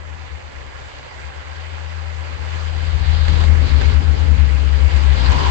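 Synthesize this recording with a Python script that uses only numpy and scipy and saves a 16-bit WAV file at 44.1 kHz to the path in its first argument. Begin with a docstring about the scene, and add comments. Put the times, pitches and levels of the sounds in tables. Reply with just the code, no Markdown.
"""Model train on a wooden baseboard

A model train approaches over the board in a small room and passes under the microphone.
Its motors shake the board with a few beating sines, strongest in the left port; noise bands and whines
make the rumble. Grit coloured by narrow peaks hisses and grinds as wheel noise, swells as flanges
scrape and the shell drones, and clacks at rail joints, where ringing modes also give a knock."""
import sys
import numpy as np
from scipy import signal
from scipy.fft import rfft, irfft, next_fast_len
from scipy.io import wavfile

SR = 44100
rng = np.random.default_rng(int(sys.argv[2]) if len(sys.argv) > 2 else 0)


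def inscribe(sig):
    """Save sig as 16-bit PCM at rate SR to the path in sys.argv[1].

    A 1-D sig is mono; a 2-D sig holds one channel per row.
    Samples are clipped to [-1, 1] before scaling.
    """
    pcm = np.round(np.clip(np.atleast_2d(sig).T, -1, 1) * 32767)
    wavfile.write(sys.argv[1], SR, pcm.astype(np.int16))


N = 242550
TIME_S = np.arange(N) / SR
PAD = next_fast_len(N)
HZ = np.maximum(np.arange(PAD // 2 + 1) * SR / PAD, 1)


def from_db(db):
    """Logarithmic level law: decibels to amplitude gain."""
    return 10 ** (np.asarray(db) / 20)


def rms_one(x):
    """Normalization: scale to unit rms."""
    return x / np.sqrt(np.mean(x ** 2) + 1e-20)


def in_time(rows):
    """Linear interpolation: columns of a curve table, one value a sample."""
    s, *columns = np.transpose(rows)
    return [np.interp(TIME_S, s, column) for column in columns]


def at_hz(rows, hz):
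    """Interpolation on a log-frequency axis: columns of a spectrum table."""
    f, *columns = np.transpose(rows)
    return np.array([np.interp(np.log(hz), np.log(f), column) for column in columns])


def bumps(modes, hz):
    """Resonance curve: sum of bell-shaped peaks, in the unit of the last column of the modes."""
    return sum(peak / (1 + (2 * (hz - centre_hz) / width_hz) ** 2) for centre_hz, width_hz, peak in modes)


def drift(rate_hz):
    """Low-passed chance: white noise through a double pole at rate_hz wanders slowly with unit rms."""
    step = 40   # samples between computed points
    pole = np.exp(-2 * np.pi * rate_hz * step / SR)
    noise = rng.standard_normal(N // step + 2002)
    slow = signal.lfilter([1], [1, -2 * pole, pole * pole], noise)[2000:]   # drop the onset of the filter
    return np.interp(np.arange(N) / step, np.arange(len(slow)), rms_one(slow))


def port_noise(excitation, colour_db, likeness):
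    """Partial coherence: the right port shares some left noise, turned in phase; the ports' mean has rms 1."""
    alike, turn = at_hz(likeness, HZ)
    alike = np.clip(alike, 0, 1)
    left, own = rfft(excitation, PAD)
    shared = alike * np.exp(1j * turn) * left
    right = shared + np.sqrt(1 - alike ** 2) * own
    pair = np.array([left, right]) * from_db(colour_db)
    return pair / np.sqrt(np.mean(irfft(pair, PAD).mean(0) ** 2))


def bands(pair, centres):
    """Filter bank: overlapping bands that add up to the whole sound."""
    for k, hz in enumerate(centres):
        share = np.interp(np.log(HZ), np.log(centres), np.arange(len(centres)) == k)
        yield hz, irfft(pair * share, PAD)[:, :N]


# wandering frequencies of the low board tones, set so that their beats fall in time:
# t/s, upper f/Hz, lower f/Hz, drone f/Hz
TONE_FREQUENCIES = [(0, 78.43, 70.39, 64.27), (.4, 79.54, 70.46, 63.6), (.9, 80.64, 69.92, 62.72),
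                    (1.4, 78.9, 70.59, 62.55), (1.9, 80.62, 69.95, 62.71), (2.3, 78.92, 70.01, 63.06),
                    (2.6, 80.03, 70.64, 63.47), (3, 79.21, 70.69, 63.57), (3.3, 78.07, 70.23, 63.32),
                    (3.6, 77.03, 69.57, 62.75), (3.9, 78.29, 69.45, 63.14), (4.2, 78.49, 69.37, 63.45),
                    (4.5, 78.65, 70.04, 63.34), (4.8, 80.73, 70.66, 62.77), (5.1, 80.47, 70.43, 62.04),
                    (5.3, 79.1, 71.6, 63.47), (5.5, 79.34, 71.32, 63.78)]
# how strongly each tone shakes the board: t/s, then level/dB of upper, lower, half-speed tone, low drone
TONE_LEVELS = [(0, -28, -45, -56, -52), (.35, -31, -34.5, -47, -42), (.7, -51, -33.5, -40, -50),
               (1.1, -47, -35, -54, -56), (1.35, -33.5, -30.5, -61, -46), (1.7, -26, -57, -60, -50),
               (2, -23, -50, -51, -43), (2.4, -22.5, -39, -46, -50), (2.62, -19.5, -41, -35.5, -50),
               (2.9, -14, -34, -28.5, -24), (3.3, -9.5, -15, -18.5, -26.5), (3.55, -7.5, -16.5, -18.5, -35),
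               (3.8, -12.5, -10, -25, -28), (4.15, -9.5, -13.5, -30, -26), (4.4, -12.5, -7.5, -31, -37),
               (4.6, -44, -8, -37, -45), (4.87, -11.5, -8.5, -27, -15), (5.05, -25, -7.5, -37, -23),
               (5.25, -29, -22.5, -31, -10), (5.3, -15, -18.5, -28, -5.5), (5.4, -27, -33, -37, -24),
               (5.5, -16, -19, -42, -14)]


def motors():
    """Beating of unbalanced rotors: near sines a few Hz apart throb; they are faint in the right port."""
    upper_hz, lower_hz, drone_hz = in_time(TONE_FREQUENCIES)
    upper_db, lower_db, half_db, drone_db = in_time(TONE_LEVELS)
    tones = [(upper_hz, upper_db, -27), (upper_hz / 2, half_db, -31),   # last: right port re left, dB
             (lower_hz, lower_db, -31), (drone_hz, drone_db, -31)]
    out = 0
    for hz, db, right_db in tones:
        phase = 2 * np.pi * np.cumsum(hz) / SR + 0.22 * drift(2.4)   # each tone wavers a little at random
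        ports = np.array([np.sin(phase), from_db(right_db) * np.sin(phase - .6)])
        wavering_db = db + 0.43 * drift(4.6)
        out = out + np.sqrt(2) * from_db(wavering_db) * ports
    return out


# course of rolling noise before the layer's colouring: t/s, level/dB
ROLLING_LEVEL = [(0, -42.5), (1, -40), (2.2, -38.5), (2.42, -37), (2.58, -34.5), (2.7, -36.5),
                 (3.25, -33.5), (3.44, -30.5), (3.5, -32.5), (3.7, -32), (3.94, -31.5), (3.99, -34.5),
                 (4.3, -33.5), (4.7, -34), (4.9, -32), (5.2, -29.5), (5.3, -27), (5.5, -26.5)]
# relative spectrum of rolling noise: f/Hz, left level/dB, right level/dB
ROLLING_SPECTRUM = [(114, -75.5, -68.5), (170, -80, -78.5), (304, -84.5, -72.5), (465, -75.5, -71.5),
                    (670, -79, -70), (980, -77.5, -70), (1310, -76.5, -68.5), (1840, -79.5, -67.5),
                    (2520, -76, -70.5), (2960, -73.5, -77.5), (3700, -77.5, -81.5), (4934, -78, -88),
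                    (5460, -92.5, -83), (6830, -100, -83), (9100, -106, -90)]
# coherence of rolling noise between ports: f/Hz, common share (0-1), turn of the right port/rad
ROLLING_LIKENESS = [(100, 0.1, 0.67), (250, 0.81, 3.63), (700, 0.21, 2.9), (1500, 0.27, 2.03),
                    (3000, 0.15, 2.2), (5000, 0.13, 2.6), (8000, 0, 0.92)]
# narrow peaks colouring the wheel noise, as from room echoes: f/Hz, width/Hz, level/dB
ROLLING_PEAKS = [(358, 29, 4.5), (400, 17, 4), (523, 120, 5.5), (590, 21, 4.5), (633, 25, 0), (772, 57, 5),
                 (857, 37, 5), (974, 78, 4.5), (1095, 98, 3.5), (1390, 21, 2.5), (1621, 33, 5.5),
                 (1708, 22, 4), (1987, 25, 4), (2132, 35, 5.5), (2940, 100, 2), (4200, 120, 1)]
# resonances of the locomotive shell: f/Hz, width/Hz, weight of the shell level (ratio)
SHELL_RESONANCES = [(406, 66, 0.4), (946, 210, 0.98)]
# resonances of the wheel flanges, left then right port: f/Hz, width/Hz, weight of the scrape level (ratio)
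FLANGE_RESONANCES = [
    [(4240, 1300, 0.82)],
    [(3900, 710, 1.3)],
]
# the shell drone grows as the locomotive arrives; its levels are weighted by SHELL_RESONANCES
SHELL_FROM_S, SHELL_DB_PER_S, SHELL_TOP_DB, SHELL_WANDER_DB = 5.143, 45, 11, 0.6
# louder rolling is a little brighter: tilt in dB per octave at the mean level, and its change per dB
BRIGHT_DB_PER_OCTAVE, BRIGHT_PER_DB, MEAN_ROLLING_DB = -0.59, 0.0465, -38
PAN_START_DB, PAN_DB_PER_S = 0.12, 0.92   # left over right: the train moves leftwards
SCRAPE_WANDER_DB = -0.5   # weighted by FLANGE_RESONANCES


def wheels(clack):
    """Roughness excitation: treads on rails give dense grit that flickers as the wagons rock."""
    level_db, = in_time(ROLLING_LEVEL)
    shell_db = np.clip(SHELL_DB_PER_S * (TIME_S - SHELL_FROM_S), 0, SHELL_TOP_DB)
    shell_db = shell_db + SHELL_WANDER_DB * drift(1.3)
    flange_db = scrapes() + SCRAPE_WANDER_DB * drift(1.4)
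    bright_db = BRIGHT_DB_PER_OCTAVE + BRIGHT_PER_DB * (level_db - MEAN_ROLLING_DB)
    grit = rng.standard_normal((2, N)) * from_db(0.71 * drift(200))
    spectrum_db = at_hz(ROLLING_SPECTRUM, HZ) + bumps(ROLLING_PEAKS, HZ)
    pair = port_noise(grit, spectrum_db, ROLLING_LIKENESS)
    rocking_db = 0.3 * drift(10)
    out = 0
    for hz, band in bands(pair, np.geomspace(120, 8000, 19)):
        colour_db = bright_db * np.log2(hz / 1400) + shell_db * bumps(SHELL_RESONANCES, hz)
        flange_weights = [bumps(port, hz) for port in FLANGE_RESONANCES]
        colour_db = colour_db + np.outer(flange_weights, flange_db)
        out = out + band * from_db(colour_db + rocking_db + 1.2 * drift(12))
    level = from_db(level_db) + from_db(-8.5) * clack
    pan_db = np.outer([.5, -.5], PAN_START_DB + PAN_DB_PER_S * TIME_S)
    return level * out * from_db(pan_db)


# flanges rub the rail: start t/s, end t/s (both at half rise), level/dB before the flange weights
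SCRAPE_TIMES = [(2.736, 3.0, 4), (3.022, 3.28, 9.5), (3.292, 3.473, 6), (3.624, 3.938, 5.5),
                (5.166, 5.266, 5)]
SCRAPE_EDGE_S = 0.073


def scrapes():
    """Frictional excitation: the level in dB of each rub fades in, holds and fades out."""
    out = 0
    for start, end, db in SCRAPE_TIMES:
        inside_s = np.minimum(TIME_S - start, end - TIME_S)
        out = out + db * np.clip(inside_s / SCRAPE_EDGE_S + .5, 0, 1)
    return out


# wheels over rail joints: t/s, clack level/dB before layer gains, clack t60/s, thud level/dB re clack
RAIL_JOINTS = [(3.283, -21.5, 0.027, -13), (3.2951, -29, 0.036, 0.5), (3.404, -28, 0.025, -6),
               (3.4387, -23.5, 0.022, -12), (3.8126, -21, 0.023, -17), (3.9394, -39, 0.019, -8),
               (4.9617, -27, 0.0255, -10), (5.2595, -32, 0.023, -8), (5.3203, -23, 0.019, -7)]
THUD_T60_S = .09


def joints():
    """Impact and exponential decay: envelopes of clack and thud rise suddenly, then die away."""
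    clack, thud = np.zeros(N), np.zeros(N)
    for s, db, t60, thud_db in RAIL_JOINTS:
        span = slice(round(s * SR), min(N, round((s + 0.35) * SR)))
        since_s = TIME_S[span] - s
        clack[span] += from_db(db - 60 * since_s / t60)
        thud[span] += from_db(db + thud_db - 60 * since_s / THUD_T60_S)
    return clack, thud


# what a joint strikes in board and rail: f/Hz, t60/s, left level/dB, right level/dB re thud
STRUCK_MODES = [(237, 0.091, 4.5, -1.5), (330, .05, 0.5, -3.5), (1900, .012, -10, -4),
                (3900, .008, -4, -5.5), (7000, .004, -23, -1.5)]


def knocks():
    """Impulse response: each joint gives one hard click that sets board and rail ringing briefly."""
    s, db, _, thud_db = np.transpose(RAIL_JOINTS)
    clicks = np.full(N, 1e-18)
    clicks[np.round(s * SR).astype(int)] = from_db(db + thud_db)
    out = 0
    for hz, t60, *ports_db in STRUCK_MODES:
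        r, w = from_db(-60 / (t60 * SR)), 2 * np.pi * hz / SR   # decay and turn per sample
        ringing = signal.lfilter([0, np.sin(w)], [1, -2 * r * np.cos(w), r * r], clicks)
        out = out + np.outer(from_db(ports_db), ringing)
    return out


# course of the board rumble before the layer's colouring and gain: t/s, level/dB
RUMBLE_LEVEL = [(0, -49), (.6, -48.5), (1, -52), (2, -51), (2.4, -40.5), (2.62, -47), (3.1, -33.5),
                (3.27, -40.5), (3.31, -26.5), (3.45, -30), (3.85, -28.5), (4.05, -29.5), (4.35, -30),
                (4.6, -31.5), (5.05, -33.5), (5.22, -29.5), (5.43, -25), (5.5, -35)]
# relative spectrum of the board's broad shaking: f/Hz, left level/dB, right level/dB
BOARD_SPECTRUM = [(22, -64, -74.5), (38, -51.5, -71), (54, -36.5, -62.5), (70.6, -27.5, -56.5),
                  (95, -42.5, -57), (111, -44, -69), (129, -41.5, -61.5), (152.2, -46, -61),
                  (173, -53, -68.5), (197, -59, -64), (252, -52, -54.5), (328, -53.5, -61), (428, -60, -54),
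                  (634, -73.5, -66)]
# coherence of the rumble between ports: f/Hz, common share (0-1), turn of the right port/rad
RUMBLE_LIKENESS = [(60, 0.6, .3), (149, 0.34, .5), (297, 0.48, 2.52)]
# resonance of the board panel: f/Hz, width/Hz, weight of the boom level (ratio)
PANEL_RESONANCES = [(127, 89, 0.73)]
# whines locked to the upper tone: multiple of its f, share of its level swing followed (0-1),
# left level/dB, right level/dB re rumble course
MOTOR_WHINES = [(2.0, 0.9, 0, -9), (2.5, 0.1, -5.5, -24), (3.5, .2, -13, -17.5)]
BOOM_DB, BOOM_WANDER_DB = 0.5, 4.5   # weighted by PANEL_RESONANCES
# until the train rolls onto the near board, its rumble lacks: f/Hz, width/Hz, level/dB
NEAR_BOARD_S, FAR_BOARD_MODES = 3.5, [(330, 150, -2.5)]
MOTOR_OVER_RUMBLE_DB = 25   # usual lead of the upper tone over the rumble course


def board(thud):
    """Forced vibration of a plate: the board shakes broadly under the train; motor whines ride on it."""
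    level_db, = in_time(RUMBLE_LEVEL)
    far = TIME_S < NEAR_BOARD_S
    boom_db = BOOM_DB + BOOM_WANDER_DB * drift(1.3)
    rolloff_db = 24 * np.log2(np.maximum(HZ / 600, 1))
    spectrum_db = at_hz(BOARD_SPECTRUM, HZ) - rolloff_db
    pair = port_noise(rng.standard_normal((2, N)), spectrum_db, RUMBLE_LIKENESS)
    shaking = 0
    for hz, band in bands(pair, np.geomspace(33, 600, 11)):
        colour_db = boom_db * bumps(PANEL_RESONANCES, hz) + far * bumps(FAR_BOARD_MODES, hz)
        shaking = shaking + band * from_db(colour_db + 1.6 * drift(4.6))
    turns = np.cumsum(in_time(TONE_FREQUENCIES)[0]) / SR
    swing_db = in_time(TONE_LEVELS)[0] - level_db - MOTOR_OVER_RUMBLE_DB
    whines = 0
    for multiple, follows, *ports_db in MOTOR_WHINES:
        gain = from_db(follows * swing_db + 1.6 * drift(1.8))
        whine = gain * np.sin(2 * np.pi * multiple * turns + 0.68 * drift(5.9))
        whines = whines + np.outer(from_db(ports_db), whine)
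    level = from_db(level_db) + from_db(-19.0) * thud
    return level * (from_db(6.5) * shaking + whines)


HISS_HZ, HISS_DB = 6500, (-80.5, -55.5)   # microphone hiss: lower edge; left and right level


def hiss():
    """Incoherent stationary noise: steady and thin at the top, own in each port."""
    high = signal.butter(4, HISS_HZ, "high", fs=SR, output="sos")
    noise = signal.sosfilt(high, rng.standard_normal((2, N)))
    return from_db(HISS_DB)[:, None] * rms_one(noise)


def scene():
    """Superposition: motors and rumble through the wood, wheels through the air, and knocks."""
    clack, thud = joints()
    return motors() + wheels(clack) + knocks() + board(thud)


CEILING = 1.2   # amplitude limit of the rounding
CUTOFF_HZ = 8030, 8080   # left, right port


def record(dry):
    """Saturation and band limiting: the microphone hisses, peaks are rounded, each port's top is cut."""
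    rounded = CEILING * np.tanh((dry + hiss()) / CEILING)
    cuts = [signal.ellip(14, .5, 80, hz, fs=SR, output="sos") for hz in CUTOFF_HZ]
    return np.array([signal.sosfilt(cut, port) for cut, port in zip(cuts, rounded)])


dry = scene()
out = record(dry)
inscribe(out)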